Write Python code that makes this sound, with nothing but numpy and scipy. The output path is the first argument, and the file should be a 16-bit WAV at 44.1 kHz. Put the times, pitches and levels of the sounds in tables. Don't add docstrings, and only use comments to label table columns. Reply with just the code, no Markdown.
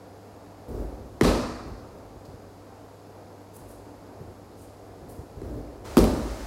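import sys
import numpy as np
from scipy import signal
from scipy.fft import rfft, irfft
from scipy.io import wavfile

SR = 44100
rng = np.random.default_rng(int(sys.argv[2]) if len(sys.argv) > 2 else 0)


def wav_out(sig):
    wavfile.write(sys.argv[1], SR, np.round(np.clip(np.atleast_2d(sig).T, -1, 1) * 32767).astype(np.int16))


N = 285062
TIME = np.arange(N) / SR

# frequency in Hz, relative level in dB.
FAN_SPECTRUM = [(82, -22), (140, -14), (264, -8), (296, -5.5), (328, -10.5), (497, -5.5), (545, -9.5),
                (695, -9), (2200, -31), (2860, -37), (4840, -120)]
RUMBLE_SPECTRUM = [(20, -18), (40, -6.5), (55, -2.5), (80, -0.5), (120, -12), (200, -3), (400, -42.5)]
MICROPHONE_SPECTRUM = [(1290, -55), (2200, -7), (3280, -5.5), (4980, -2.5), (5860, -7.5), (6630, -5.5),
                       (9420, -12), (11900, -7.5), (13400, -22), (15500, -18)]
LATE_HISS_SPECTRUM = [(200, -21), (600, 14), (1100, 7.5), (1700, 3), (3000, -3), (5000, -2.5), (8000, -6),
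                      (12000, -13.5), (15500, -16)]
# frequency in Hz, rms level in dB.
FAN_TONES = [(100.5, -53.5), (293, -60.5), (511, -71.5)]
# frequency in Hz, relative level in dB, 60 dB decay time in seconds.
HALL_BANDS = [(50, 3.5, 2), (110, 2.5, 0.47), (245, -2, 1.26), (436, -3, 0.69), (630, 9, 0.77),
              (800, 7.5, 1.03), (1180, -2, 1.4), (1540, 3, 1.29), (2040, 4, 1.16), (3350, 4.5, 0.72),
              (4460, 5, 1.1), (7700, 4.5, 0.9), (11900, 5, 0.6), (16000, 0, 0.37)]
# delay in seconds, gain in dB.
EARLY_REFLECTIONS = [(.0078, -16), (0.012, -11), (0.0359, -12)]
# frequency in Hz, relative level in dB.
PADDING_SPECTRUM = [(50, -43), (120, -26), (220, -1), (370, 3.5), (560, -5.5), (900, -20.5), (1600, -28.5),
                    (4000, -65)]
FLOOR_SPECTRUM = [(20, -36), (36, -2), (55, 9), (80, 2.5), (120, 4), (200, -13), (500, -45)]
CRACK_SPECTRUM = [(300, -14), (900, 4.5), (1250, 9), (1550, -5), (2100, -2.5), (2800, -5), (4200, -2.5),
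                  (7000, -7.5), (12000, -4.5), (13500, -10), (16000, -6)]
# start in seconds, level in dB, rise time in seconds, centre in Hz.
SLIDES = [(0.68, -65, 0.009, 13100), (2.248, -55, 0.007, 4500), (3.528, -58, 0.029, 10800),
          (3.67, -60.5, 0.033, 10300), (4.556, -61.5, 0.049, 8900), (5.078, -57, 0.036, 10600)]
# start in seconds, level in dB.
FOOTFALLS = [(1.949, -43.5), (2.146, -43), (2.275, -40.5), (2.33, -43), (3.599, -44), (4.201, -35),
             (4.275, -41), (5.013, -39), (5.075, -39.5), (5.178, -35), (5.361, -35.5)]
# start in seconds, level in dB,
# hold in seconds, floor boom in dB, floor pitch in Hz.
BODY_ROLLS = [(0.676, -36.5, .15, -32.5, 48.4), (1.65, -46, 0.076, -37.5, 49),
              (5.423, -40, 0.165, -37.5, 56.5), (5.844, -50, 0.096, -46, 70.5)]
# frequency in Hz, level relative to the thump in dB,
# 60 dB decay time in seconds.
PANEL_MODES = [(224, -12, 0.32), (275, -34, 0.14), (415.2, -14.5, 0.25)]
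# start in seconds, weight thud in dB, floor boom in dB,
# floor pitch in Hz, trunk thump in dB, palm ring in dB, palm pitch in Hz, crack cutoff in Hz,
# thump gain into the hall in dB, crack gain into the hall in dB.
BREAKFALLS = [(1.21, -30, -22.5, 48.4, -18, -19, 2045, 3970, 1, 4.5),
              (5.967, -25.5, -18.5, 53.5, -26, -11.5, 1135, 10100, -2.5, -6.5)]
# start in seconds, thump in dB,
# final pitch in Hz, crack in dB.
MAT_SLAPS = [(1.2104, -9, 301.5, -19), (1.2190, -15, 192, -31), (1.235, -24.5, 225, -41),
             (1.2490, -14, 248, -27.5), (1.2718, -14.5, 417, -34), (5.416, -27, 363, -49),
             (5.9692, -6, 192, -19.5), (5.9773, -9.5, 297, -19), (5.9838, -9.5, 349, -23),
             (5.9889, -11.5, 294, -25), (6.041, -22, 340, -26.5)]

STEP_RISE_S, THUMP_RISE_S = 0.014, 0.0042


def undb(db):
    return 10 ** (np.asarray(db) / 20)


def on_log_axis(points, size):
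    hz, value = np.transpose(points)
    return np.interp(np.log(np.fft.rfftfreq(size, 1 / SR) + 1e-9), np.log(hz), value)


def coloured(x, spectrum):
    y = irfft(rfft(x) * undb(on_log_axis(spectrum, len(x))), len(x))
    return y / y.std()


def noise(spectrum):
    return coloured(rng.standard_normal(N), spectrum)


def drift(per_s):
    count = int(N / SR * per_s) + 2
    return np.interp(TIME * per_s, np.arange(count), rng.standard_normal(count))


def swell(t, peak_s, steep):
    return (t / peak_s * np.exp(1 - t / peak_s)) ** steep


def add(track, start_s, sound):
    i = int(start_s * SR)
    track[i:i + len(sound)] += sound[:N - i]


def hiss(microphone_db=-64, late_db=-44, late_start_s=5.842, fade_s=0.012):
    onset = np.clip((TIME - late_start_s) / fade_s, 0, 1)
    microphone = undb(microphone_db) * noise(MICROPHONE_SPECTRUM)
    return microphone + undb(late_db) * noise(LATE_HISS_SPECTRUM) * onset


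def fans(air_db=-48, rumble_db=-58, flutter_db=0.8, waver_hz=0.74):
    out = undb(air_db + flutter_db * drift(10)) * noise(FAN_SPECTRUM)
    out += undb(rumble_db) * noise(RUMBLE_SPECTRUM)
    for hz, db in FAN_TONES:
        phase = 2 * np.pi * np.cumsum(hz + waver_hz * drift(4.75)) / SR
        out += np.sqrt(2) * undb(db + flutter_db * drift(1.7)) * np.sin(phase)
    return out


def hall(x, wet_db=-35, gap_s=0.017, build_s=0.0035, grain_db=5.0):
    t = TIME[:int(1.5 * SR)]
    hz, db, t60 = np.transpose(HALL_BANDS)
    returns = rng.standard_normal(len(t))
    unevenness = undb(grain_db * np.exp(-10 * t) * rng.standard_normal(len(t)))
    spectrum = rfft(returns * unevenness)
    response = np.zeros(len(t))
    for band, band_db, band_t60 in zip(np.eye(len(hz)), db, t60):
        part = irfft(spectrum * on_log_axis(np.c_[hz, band], len(t)), len(t))
        response += undb(band_db) * part * np.exp(-np.log(1000) * t / band_t60)
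    response *= 1 - np.exp(-np.maximum(t - gap_s, 0) / build_s)
    return undb(wet_db) * signal.fftconvolve(x, response)[:N]


def reflections(x, cutoff_hz=11000):
    out = np.zeros(N)
    dulled = signal.lfilter(*signal.butter(1, cutoff_hz, fs=SR), x)
    for delay_s, db in EARLY_REFLECTIONS:
        add(out, delay_s, undb(db) * dulled)
    return out


def roll_pressure(attack_s=0.011, release_s=0.057, rock_db=-7, rock_s=0.33):
    out, t = np.zeros(N), TIME[:SR]
    for start, db, hold_s, *_ in BODY_ROLLS:
        after = np.maximum(t - hold_s, 0)
        release = np.maximum(np.exp(-after / release_s), undb(rock_db) * np.exp(-after / rock_s))
        add(out, start, undb(db) * np.minimum(t / attack_s, 1) * release)
    return out


def friction(hz, size, grain_db=6):
    grains = rng.standard_normal(size) * undb(grain_db * rng.standard_normal(size))
    return coloured(grains, [(hz / 10, -26), (hz / 2, -10), (hz, 0), (hz * 2, -14)])


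def swishes(jacket_db=-37, jacket_hz=4970, catch_db=3.5):
    out = undb(jacket_db) * roll_pressure() * friction(jacket_hz, N)
    for start, db, rise_s, hz in SLIDES:
        add(out, start, undb(db) * friction(hz, SR) * swell(TIME[:SR], rise_s, steep=2))
    return out * undb(catch_db * drift(90))


def thuds(landing_s=0.044, settle_s=0.25, shuffle_start_s=3.4, shuffle_db=-55.5):
    padding, t = roll_pressure(), TIME[:SR]
    floor = undb(0.5) * padding
    for start, db, *_ in BREAKFALLS:
        push = undb(db) * (swell(t, landing_s, steep=0.6) + undb(-22) * swell(t, settle_s, steep=3.3))
        add(padding, start, push)
        add(floor, start, undb(-2) * push)
    for start, db in FOOTFALLS:
        push = undb(db) * swell(t, STEP_RISE_S, steep=0.6)
        add(padding, start, undb(-10) * push)
        add(floor, start, undb(-9) * push)
    shuffle = (TIME > shuffle_start_s) * undb(shuffle_db + 4 * drift(7))
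    patter = np.hypot(padding, shuffle) * noise(PADDING_SPECTRUM)
    shudder = np.hypot(floor, undb(-3) * shuffle) * noise(FLOOR_SPECTRUM)
    return patter + shudder


def floor_modes(hz, rise_s, upper_ratio=1.8, upper_db=-8):
    t = TIME[:SR]
    swing = np.sin(2 * np.pi * hz * t) + undb(upper_db) * np.sin(2 * np.pi * upper_ratio * hz * t)
    return swing * swell(t, rise_s, steep=3)


def booms(floor_rise_s=0.061, trunk_hz=137, trunk_rise_s=0.016, step_hz=91, step_spread=0.087):
    out = np.zeros(N)
    for start, _, hold_s, boom_db, hz in BODY_ROLLS:
        add(out, start + 0.308 * hold_s, undb(boom_db) * floor_modes(hz, floor_rise_s))
    for start, _, boom_db, hz, trunk_db, *_ in BREAKFALLS:
        add(out, start, undb(boom_db) * floor_modes(hz, floor_rise_s))
        add(out, start, undb(trunk_db) * floor_modes(trunk_hz, trunk_rise_s))
    for start, db in FOOTFALLS:
        hz = step_hz * (1 + step_spread * rng.standard_normal())
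        add(out, start, undb(db) * floor_modes(hz, STEP_RISE_S))
    return out


def panel_ring(detune=0.025):
    out, t = np.zeros(N), TIME[:SR]
    for start, thump_db, *_ in MAT_SLAPS:
        for hz, db, t60 in PANEL_MODES:
            ring = np.sin(2 * np.pi * hz * (1 + detune * rng.standard_normal()) * t)
            decay = np.exp(-np.log(1000) * t / t60)
            add(out, start + THUMP_RISE_S, undb(thump_db + db) * ring * decay)
    return out


def mat_thump(t, db, final_hz, sweep_hz=1646, glide_s=0.0016):
    hz = final_hz + sweep_hz * undb(db) * np.exp(-t / glide_s)
    return undb(db) * np.sin(2 * np.pi * np.cumsum(hz) / SR) * swell(t, THUMP_RISE_S, steep=2)


def air_crack(t, db, cutoff_hz, burst_s=0.0012, sleeve_db=-16, sleeve_s=0.011):
    lowpass = signal.butter(1, cutoff_hz, fs=SR)
    air = signal.lfilter(*lowpass, coloured(rng.standard_normal(len(t)), CRACK_SPECTRUM))
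    envelope = swell(t, burst_s, steep=2) + undb(sleeve_db) * swell(t, sleeve_s, steep=1.8)
    crack = undb(db) * air / air.std() * envelope
    click = signal.lfilter(*lowpass, coloured(signal.unit_impulse(len(t), 100), CRACK_SPECTRUM))
    return crack, click * np.linalg.norm(crack) / np.linalg.norm(click)


def palm_ring(t, db, hz, rise_s=0.0015):
    return undb(db) * np.sin(2 * np.pi * hz * t) * swell(t, rise_s, steep=4.9)


def slaps(palm_hall_db=-1.5):
    direct, to_hall, t = np.zeros(N), np.zeros(N), TIME[:SR // 4]
    for start, thump_db, hz, crack_db in MAT_SLAPS:
        nearest_fall = min(BREAKFALLS, key=lambda fall: abs(fall[0] - start))
        fall_s, *_, palm_db, palm_hz, cutoff_hz, hall_thump_db, hall_crack_db = nearest_fall
        thump = mat_thump(t, thump_db, hz)
        crack, click = air_crack(t, crack_db, cutoff_hz)
        add(direct, start, thump + crack)
        add(to_hall, start, undb(hall_thump_db) * thump + undb(hall_crack_db) * click)
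        if abs(start - fall_s) < 0.005:
            palm = palm_ring(t, palm_db, palm_hz)
            add(direct, start, palm)
            add(to_hall, start, undb(palm_hall_db + hall_thump_db) * palm)
    return direct, to_hall


def scene(soft_to_hall_db=-6):
    direct, to_hall = slaps()
    soft = thuds() + swishes()
    room = reflections(direct) + hall(to_hall + undb(soft_to_hall_db) * soft)
    return (direct + panel_ring() + booms() + soft + room + fans() + hiss())[None]


def record(dry, low_hz=33, top_hz=15800):
    highpass = signal.butter(4, low_hz, "high", fs=SR, output="sos")
    lowpass = signal.ellip(10, 0.2, 80, top_hz, fs=SR, output="sos")
    return signal.sosfilt(lowpass, signal.sosfilt(highpass, dry))


dry = scene()
out = record(dry)
wav_out(out)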